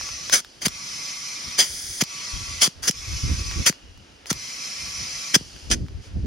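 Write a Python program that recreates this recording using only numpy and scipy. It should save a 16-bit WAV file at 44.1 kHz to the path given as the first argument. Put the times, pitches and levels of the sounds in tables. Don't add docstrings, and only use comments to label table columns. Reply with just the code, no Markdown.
import sys
import numpy as np
from scipy import signal
from scipy.fft import rfft, irfft, next_fast_len
from scipy.io import wavfile
from scipy.ndimage import uniform_filter1d, map_coordinates

SR = 44100
rng = np.random.default_rng(int(sys.argv[2]) if len(sys.argv) > 2 else 0)


def materialize(psi):
    bounded = np.clip(np.atleast_2d(psi).T, -1, 1)
    quanta = np.round(bounded * 32767).astype(np.int16)
    wavfile.write(sys.argv[1], SR, quanta)


N = 276066

# (frequency [Hz], density [dB])
FILL_SPECTRUM = [(290, -50), (500, -16), (900, -18), (1130, -14), (1790, -21.5), (2200, -12), (3500, -16),
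                 (4500, -12.5), (4800, -7.5), (6400, -9), (7700, -14.5), (10600, -18.5), (12300, -22.5),
                 (12800, -62)]
YARD_SPECTRUM = [(150, -19), (250, -9), (538, -12.5), (824, -15.5), (895, -12), (983, -18), (2170, -17.5),
                 (2750, -19), (4200, -22), (5460, -58.5), (9240, -120)]
RUMBLE_SPECTRUM = [(15, -29.5), (25, -16), (47, 2), (70, 5.5), (86, 3.5), (160, -13.5), (210, -40),
                   (350, -120)]
FLUTTER_SPECTRUM = [(65, -25.5), (110, -4), (188, -6), (348, -14), (438, -24), (504, -25.5), (900, -40),
                    (1170, -74), (1980, -120)]
JET_SPECTRUM = [(60, -39.5), (130, -15), (400, -12), (930, -15), (2100, -6), (2700, -10.5), (3290, -2.5),
                (3950, -14.5), (4910, 1.5), (5550, -4), (6100, 1.5), (7690, -11.5), (9700, -9.5),
                (16000, -26.5)]
SEEP_SPECTRUM = [(2100, -13.5), (3100, -3.5), (3800, -12), (4700, -1.5), (5110, -2), (6500, -6.5),
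                 (7400, -14), (9460, -17), (11200, -21), (12300, -23), (12800, -59.5)]
LEAK_SPECTRUM = [(300, -21.5), (900, -30.5), (2200, -16), (2750, -25), (3300, -11.5), (4000, -21),
                 (4950, -4.5), (5550, -11.5), (6100, -5.5), (7700, -18.5), (9600, -11), (12300, -23),
                 (12900, -43), (14900, -43), (15300, -28)]
# (frequency [Hz], relative strength [dB])
AIR_MODES = [(979, 4), (1141, 11), (1259, 4), (1356, 5), (1539, 5), (1701, 8), (1873, 10), (2002, 9),
             (2088, 8), (2196, 5), (2379, 10), (2573, 9), (2648, 5), (2950, 8), (3240, 11), (3445, 4),
             (3660, 7), (3908, 6), (4177, 10), (4349, 8), (4834, 5), (5060, 6), (5264, 8), (5426, 8),
             (5673, 8), (5878, 7), (5964, 6), (6110, 5), (6309, 8), (6729, 5)]
# Airflow, one per go (gain [dB])
GO_GAINS_DB = [-34, -34, -34, -34.5, -34]
# (start [s], hold [s], rumble [dB], flutter re rumble [dB])
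WIND_GUSTS = [(.005, .035, -49, -10), (.1, .06, -44, -14), (.21, .07, -52, -12), (.57, .07, -55, -3),
              (.69, .03, -45, -8), (.745, .02, -45, -6), (.9, .05, -55, -6), (1.44, .05, -48, -5),
              (1.7, .07, -47, -10), (1.84, .07, -46, -8), (2.34, .035, -31, -16), (2.405, .03, -37, -16),
              (2.47, .11, -38, -15), (2.76, .09, -44, -14), (2.95, .09, -42, -14), (3.075, .085, -31, -14),
              (3.18, .02, -44, -4), (3.24, .1, -23, -10), (3.37, .05, -32, -8), (3.45, .09, -33, -14),
              (3.56, .05, -28, -6), (3.84, .08, -45, -11), (3.955, .09, -48, -4), (4.09, .07, -54, -3),
              (4.33, .04, -45, -4), (4.8, .1, -49, -8), (4.93, .1, -43, -8), (5.08, .12, -54, -8),
              (5.4, .17, -48, -4), (5.63, .06, -41, -12), (5.71, .13, -28, -3), (5.89, .04, -42, -6),
              (5.95, .045, -31, -14), (6.07, .08, -33, -10), (6.16, .055, -28, -7), (6.235, .05, -21, -3)]
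# (time [s], knock [dB], snap re knock [dB])
CONTACTS = [(0.011, -24.5, -26), (0.064, -36, 2), (0.09, -29.5, -8), (0.297, -16, -6.5), (0.447, -32, -6),
            (3.405, -33, -2), (3.512, -26, -8), (3.521, -27.5, -13.5), (3.539, -33.5, -3),
            (3.726, -30.5, -25.5), (3.975, -45, -1), (4.258, -29, -9.5), (5.563, -35, -10),
            (5.864, -45, -12), (5.884, -37, -21)]
# (time [s], rise [s], blast [dB], fall [dB/s], shuts after [s], pop [dB])
TRIGGER_RELEASES = [(0.316, .014, -11, 325, .089, -45), (1.576, .014, -12, 345, .16, -45),
                    (2.606, .014, -11.5, 300, .071, -23), (3.656, .008, -11.5, 380, .042, -19),
                    (5.338, .006, -11, 1200, .024, -13.5)]
# (valve seats [s], pop [dB], blast lead [s], blast [dB],
# bleed lead on blast [s], bleed [dB])
TRIGGER_PRESSES = [(0.6678, -17, .021, -13.5, .037, -28.5), (2.0226, -15, .021, -13.5, .03, -45),
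                   (2.896, -19.5, .027, -14, .048, -27), (4.314, -16.5, .02, -17, .036, -38)]
# (time [s], pop [dB], bleed [dB], blast delay [s], blast [dB], fall [dB/s], length [s])
CHUCK_PULL = (5.699, -20, -27, .009, -12, 450, .038)
# (time [s], level [dB])
SECOND_POP = (5.41, -30.5)
# (start [s], end [s], initial level [dB], settled level [dB])
FAINT_HISSES = [(.415, .61, -48, -53), (2.69, 2.82, -43, -56), (3.71, 4.24, -41, -58),
                (5.375, 5.695, -40, -47), (5.76, 6.26, -49, -58), (6.04, 6.07, -55, -57)]
# (time [s], level [dB])
LEAK_LEVELS = [(1.66, -34), (2.0, -34)]
WHISTLE_LEVELS = [(3.72, -62), (4.25, -63)]
# (frequency [Hz], coherence [0-1])
AIR_COHERENCE = [(150, .9), (800, 0.18), (2000, 0.47), (3500, 0.37), (4800, 0.9), (6500, 0.47),
                 (7200, 0.16), (9000, 0.43), (10000, 1), (12000, 0.4), (14000, 0.3)]
# (frequency [Hz], left minus right [dB])
FILL_BALANCE = [(60, -6), (110, -0.5), (200, -3.5), (380, -1), (700, -5), (1290, 4.5), (2380, -0.5),
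                (4400, -0.5), (8120, 0), (15000, 0.5)]
JET_BALANCE = [(60, -0.5), (110, -0.5), (200, -6), (380, 1), (700, 13.5), (1290, 8.5), (2380, 2),
               (4400, 1.5), (8120, -1), (15000, 1.5)]
# (frequency [Hz], left lead [rad])
PHASE_LEAD = [(300, 0), (900, 2.5), (1800, 0), (2700, 1), (3300, 1.2), (4200, .3), (5500, -.6), (6600, 0),
              (7800, 3.1), (9500, 6.2), (11500, 6.5), (12700, 9.4), (14900, 9.6), (15300, 12.5)]
# (frequency [Hz], gain [dB])
PORT_RESPONSE = [(12600, 0), (13400, -5), (14300, -0.5), (15300, 4)]

TIME_S = np.arange(N) / SR
PRESS_RISE_S, CHUCK_RISE_S = .011, .006


def amp(db):
    return 10 ** (np.asarray(db) / 20)


def unit_rms(x):
    return x / np.sqrt(np.mean(x ** 2) + 1e-20)


def log_interp(points, hz):
    knots_hz, values = np.transpose(points)
    return np.interp(np.log(hz + 1), np.log(knots_hz + 1), values)


def colour(points):
    return lambda hz: amp(log_interp(points, hz))


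def gate(start_s, end_s, fade_s):
    return np.clip(1 - np.maximum(start_s - TIME_S, TIME_S - end_s) / fade_s, 0, 1)


def envelope(points, fade_s):
    times_s, levels_db = np.transpose(points)
    return gate(times_s[0], times_s[-1], fade_s) * amp(np.interp(TIME_S, times_s, levels_db))


def wobble(rate_hz):
    return map_coordinates(rng.standard_normal(int(N * rate_hz / SR) + 4), [TIME_S * rate_hz])


def filtered(x, response):
    size = next_fast_len(N + 8192)
    return irfft(rfft(x, size) * response(np.fft.rfftfreq(size, 1 / SR)), size)[..., :N]


def tails(t60_s, count):
    t = np.arange(SR // 4) / SR
    decay = rng.standard_normal((count, len(t))) * amp(-60 * t / t60_s)
    return decay / np.linalg.norm(decay, axis=1, keepdims=True)


def rush(gain, patchy_db, balance=FILL_BALANCE, coherence=AIR_COHERENCE):
    def mid_side_gains(hz):
        angle = np.arccos(np.clip(log_interp(coherence, hz), -1, 1)) / 2
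        return gain(hz) * [np.cos(angle), np.sin(angle)]

    def left_right_gains(hz):
        left = amp(log_interp(balance, hz) / 2) * np.exp(.5j * log_interp(PHASE_LEAD, hz))
        return np.array([left, 1 / left])

    bins = signal.stft(rng.standard_normal((2, N)), nperseg=512)[2]
    patches = uniform_filter1d(rng.standard_normal(bins.shape[1:]), 6, axis=0)
    patches = unit_rms(uniform_filter1d(patches, 10, axis=1))
    pair = signal.istft(bins * amp(patchy_db * patches), nperseg=512)[1][:, :N]
    mid, side = filtered(pair, mid_side_gains)
    out = filtered(np.array([mid + side, mid - side]), left_right_gains)
    return out / np.sqrt(np.mean(out.mean(axis=0) ** 2))


def flow_gains(choke_db=7.5, choke_s=.035, build_s=.05):
    starts_s = [-1] + [press[0] for press in TRIGGER_PRESSES]
    goes = []
    for start_s, (end_s, *_), db in zip(starts_s, TRIGGER_RELEASES, GO_GAINS_DB):
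        t = TIME_S - start_s
        choke = np.where(t < choke_s, .5 + .5 * t / choke_s, np.exp(-np.abs(t - choke_s) / build_s))
        goes.append(gate(start_s, end_s, fade_s=.017) * amp(db - choke_db * np.clip(choke, 0, 1)))
    return goes


def tyre_fill():
    def hiss_gain(hz):
        width_hz = 16 + .0049 * mode_hz
        detuning = 2 * (hz[:, None] - mode_hz) / width_hz
        mode_power = np.sum(amp(2 * mode_db) / (1 + detuning ** 2), axis=1)
        return colour(FILL_SPECTRUM)(hz) * np.sqrt(1 + 3.06 * mode_power)

    mode_hz, mode_db = np.transpose(AIR_MODES)
    hiss = rush(hiss_gain, patchy_db=1.2)
    goes, air = flow_gains(), 0
    for go, hollow in zip(goes, tails(t60_s=.18, count=len(goes))):
        ringing = signal.fftconvolve(hiss, hollow[None], axes=1)[:, :N]
        air = air + go * unit_rms(hiss + .4 * ringing)
    hose = rush(colour(FLUTTER_SPECTRUM), patchy_db=2.5, coherence=[(130, .8), (600, .4)])
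    return air * amp(1.5 + .7 * wobble(12)) + amp(-21) * sum(goes) * hose


def yard_hum(level_db=-56):
    gain = amp(level_db + 1.5 * wobble(15))
    return gain * rush(colour(YARD_SPECTRUM), patchy_db=.5, coherence=[(300, .7), (3000, .4)])


def wind(rise_db_s=1300, fall_db_s=500, calm_rumble_db=-63, calm_flutter_db=-72):
    def buffet(spectrum, coherence, lump_db, patchy_db, steady_s):
        lumps = amp(lump_db * (shared + .47 * np.array([wobble(30), wobble(30)])))
        noise = rush(colour(spectrum), patchy_db, balance=[(1, 0)], coherence=coherence)
        swell = np.abs(uniform_filter1d(noise.mean(axis=0) ** 2, round(steady_s * SR)))
        return unit_rms(lumps * noise / (swell + .05) ** .3)

    rumble_power = amp(2 * (calm_rumble_db + 3.5 * wobble(6)))
    flutter_power = amp(2 * calm_flutter_db)
    for start_s, hold_s, db, flutter_db in WIND_GUSTS:
        before_s = np.clip(start_s - TIME_S, 0, 1)
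        after_s = np.clip(TIME_S - start_s - hold_s, 0, 1)
        power = amp(2 * (db - rise_db_s * before_s - fall_db_s * after_s))
        rumble_power = rumble_power + power
        flutter_power = flutter_power + power * amp(2 * flutter_db)
    shared = wobble(25)
    rumble = buffet(RUMBLE_SPECTRUM, [(40, .93), (130, .4)], lump_db=1.8, patchy_db=2.2, steady_s=.04)
    flutter = buffet(FLUTTER_SPECTRUM, [(130, .7), (600, .35)], lump_db=2.6, patchy_db=3.4, steady_s=.03)
    return np.sqrt(rumble_power) * rumble + np.sqrt(flutter_power) * flutter


def ticks(latch_delay_s=.014, latch_db=-27.5, latch_snap_db=12.5):
    def resonate(x, centre_hz, width_hz):
        bandpass = lambda hz: 1j * hz * width_hz / (centre_hz ** 2 - hz ** 2 + 1j * hz * width_hz)
        return filtered(x[:, :N], lambda hz: bandpass(hz) ** 2)

    dull, bright = np.zeros((2, 2, N + SR))
    t = np.arange(SR // 50) / SR
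    knock = amp(-60 * t / .007) * np.minimum(t / .0006, 1)
    snap = amp(-60 * t / .014) * np.minimum(t / .0011, 1)
    latches = [(press[0] + latch_delay_s, latch_db, latch_snap_db) for press in TRIGGER_PRESSES]
    for time_s, db, snap_db in CONTACTS + latches:
        shared = rng.standard_normal((2, 1, len(t)))
        knock_noise, snap_noise = shared + .48 * rng.standard_normal((2, 2, len(t)))
        span = slice(round(time_s * SR), round(time_s * SR) + len(t))
        dull[:, span] += amp(db + 13.5) * knock * knock_noise
        bright[:, span] += amp(db + snap_db + 2) * snap * snap_noise
    return resonate(dull, 1480, 3000) + resonate(bright, 4900, 7100)


def wheel_arch(x, wet_db=-12.5, highpass_hz=900):
    wet = signal.fftconvolve(x, tails(t60_s=.079, count=2), axes=1)[:, :N]
    return x + amp(wet_db) * filtered(wet, lambda hz: 1j * hz / (highpass_hz + 1j * hz))


def vent_openings():
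    for start_s, rise_s, db, fall_db_s, shut_s, _ in TRIGGER_RELEASES:
        yield start_s, rise_s, db, .013, fall_db_s, shut_s
    for seat_s, _, lead_s, db, bleed_s, bleed_db in TRIGGER_PRESSES:
        yield seat_s - lead_s, PRESS_RISE_S, db, .002, 450, lead_s
        yield seat_s - lead_s - bleed_s, PRESS_RISE_S, bleed_db, 0, 90, bleed_s + PRESS_RISE_S
    pull_s, _, bleed_db, delay_s, db, fall_db_s, length_s = CHUCK_PULL
    yield pull_s, CHUCK_RISE_S / 2, bleed_db, 0, 0, delay_s + CHUCK_RISE_S
    yield pull_s + delay_s, CHUCK_RISE_S, db, 0, fall_db_s, length_s


def blasts(shut_db_s=3500, freed_lowpass_hz=10500):
    power = np.zeros(N)
    for start_s, rise_s, peak_db, hold_s, fall_db_s, shut_s in vent_openings():
        t = TIME_S - start_s
        level_db = peak_db - 24 * np.clip(1 - t / rise_s, 0, 1)
        level_db -= fall_db_s * np.clip(t - rise_s - hold_s, 0, shut_s)
        level_db -= shut_db_s * np.clip(t - shut_s, 0, 1)
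        power += (t > 0) * amp(2 * level_db)
    sputter = amp(.67 * wobble(400))
    noise = rush(colour(JET_SPECTRUM), patchy_db=2.37, balance=JET_BALANCE)
    jet = np.sqrt(power) * unit_rms(sputter * noise)
    freed = TIME_S > CHUCK_PULL[0]
    return jet * ~freed + filtered(jet * freed, lambda hz: 1 / np.sqrt(1 + (hz / freed_lowpass_hz) ** 6))


def pops(attack_s=.0006, decay_s=.009):
    t = np.arange(SR // 20) / SR
    pitch_hz = 150 + 400 * np.exp(-t / .0018)
    shape = (1 - np.exp(-t / attack_s)) * np.exp(-(t / decay_s) ** 2)
    thump = shape * np.sin(2 * np.pi * np.cumsum(pitch_hz) / SR)
    events = [press[:2] for press in TRIGGER_PRESSES]
    events += [(start_s + shut_s, db) for start_s, *_, shut_s, db in TRIGGER_RELEASES]
    events += [(CHUCK_PULL[0] + CHUCK_RISE_S, CHUCK_PULL[1]), SECOND_POP]
    out = np.zeros(N + SR)
    for time_s, db in events:
        out[round(time_s * SR):][:len(t)] += amp(db) * thump
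    return out[:N] * amp([[-.4], [.4]])


def seep_and_rustle(settle_s=.045):
    gain = np.zeros(N)
    for start_s, end_s, initial_db, settled_db in FAINT_HISSES:
        decay = np.exp(-np.maximum(TIME_S - start_s, 0) / settle_s)
        gain += gate(start_s, end_s, fade_s=.03) * amp(settled_db + (initial_db - settled_db) * decay)
    return gain * rush(colour(SEEP_SPECTRUM), patchy_db=.5)


def trigger_leak():
    noise = rush(colour(LEAK_SPECTRUM), patchy_db=.3, balance=JET_BALANCE)
    return envelope(LEAK_LEVELS, fade_s=.031) * noise


def chuck_whistle(centre_hz=2870, half_width_hz=130):
    band = rush(lambda hz: 1 / (1 + ((hz - centre_hz) / half_width_hz) ** 2), patchy_db=2)
    return envelope(WHISTLE_LEVELS, fade_s=.017) * band


def scene():
    out = tyre_fill() + yard_hum() + wind()
    out += wheel_arch(ticks() + blasts() + trigger_leak())
    return out + pops() + seep_and_rustle() + chuck_whistle()


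def record(dry):
    ceiling, top_hz, taper_hz = .95, 16150, 300
    heard = filtered(dry, colour(PORT_RESPONSE))
    heard = heard / (1 + np.abs(heard / ceiling) ** 6) ** (1 / 6)
    return filtered(heard, lambda hz: np.sin(np.pi / 2 * np.clip((top_hz - hz) / taper_hz, 0, 1)) ** 2)


dry = scene()
out = record(dry)
materialize(out)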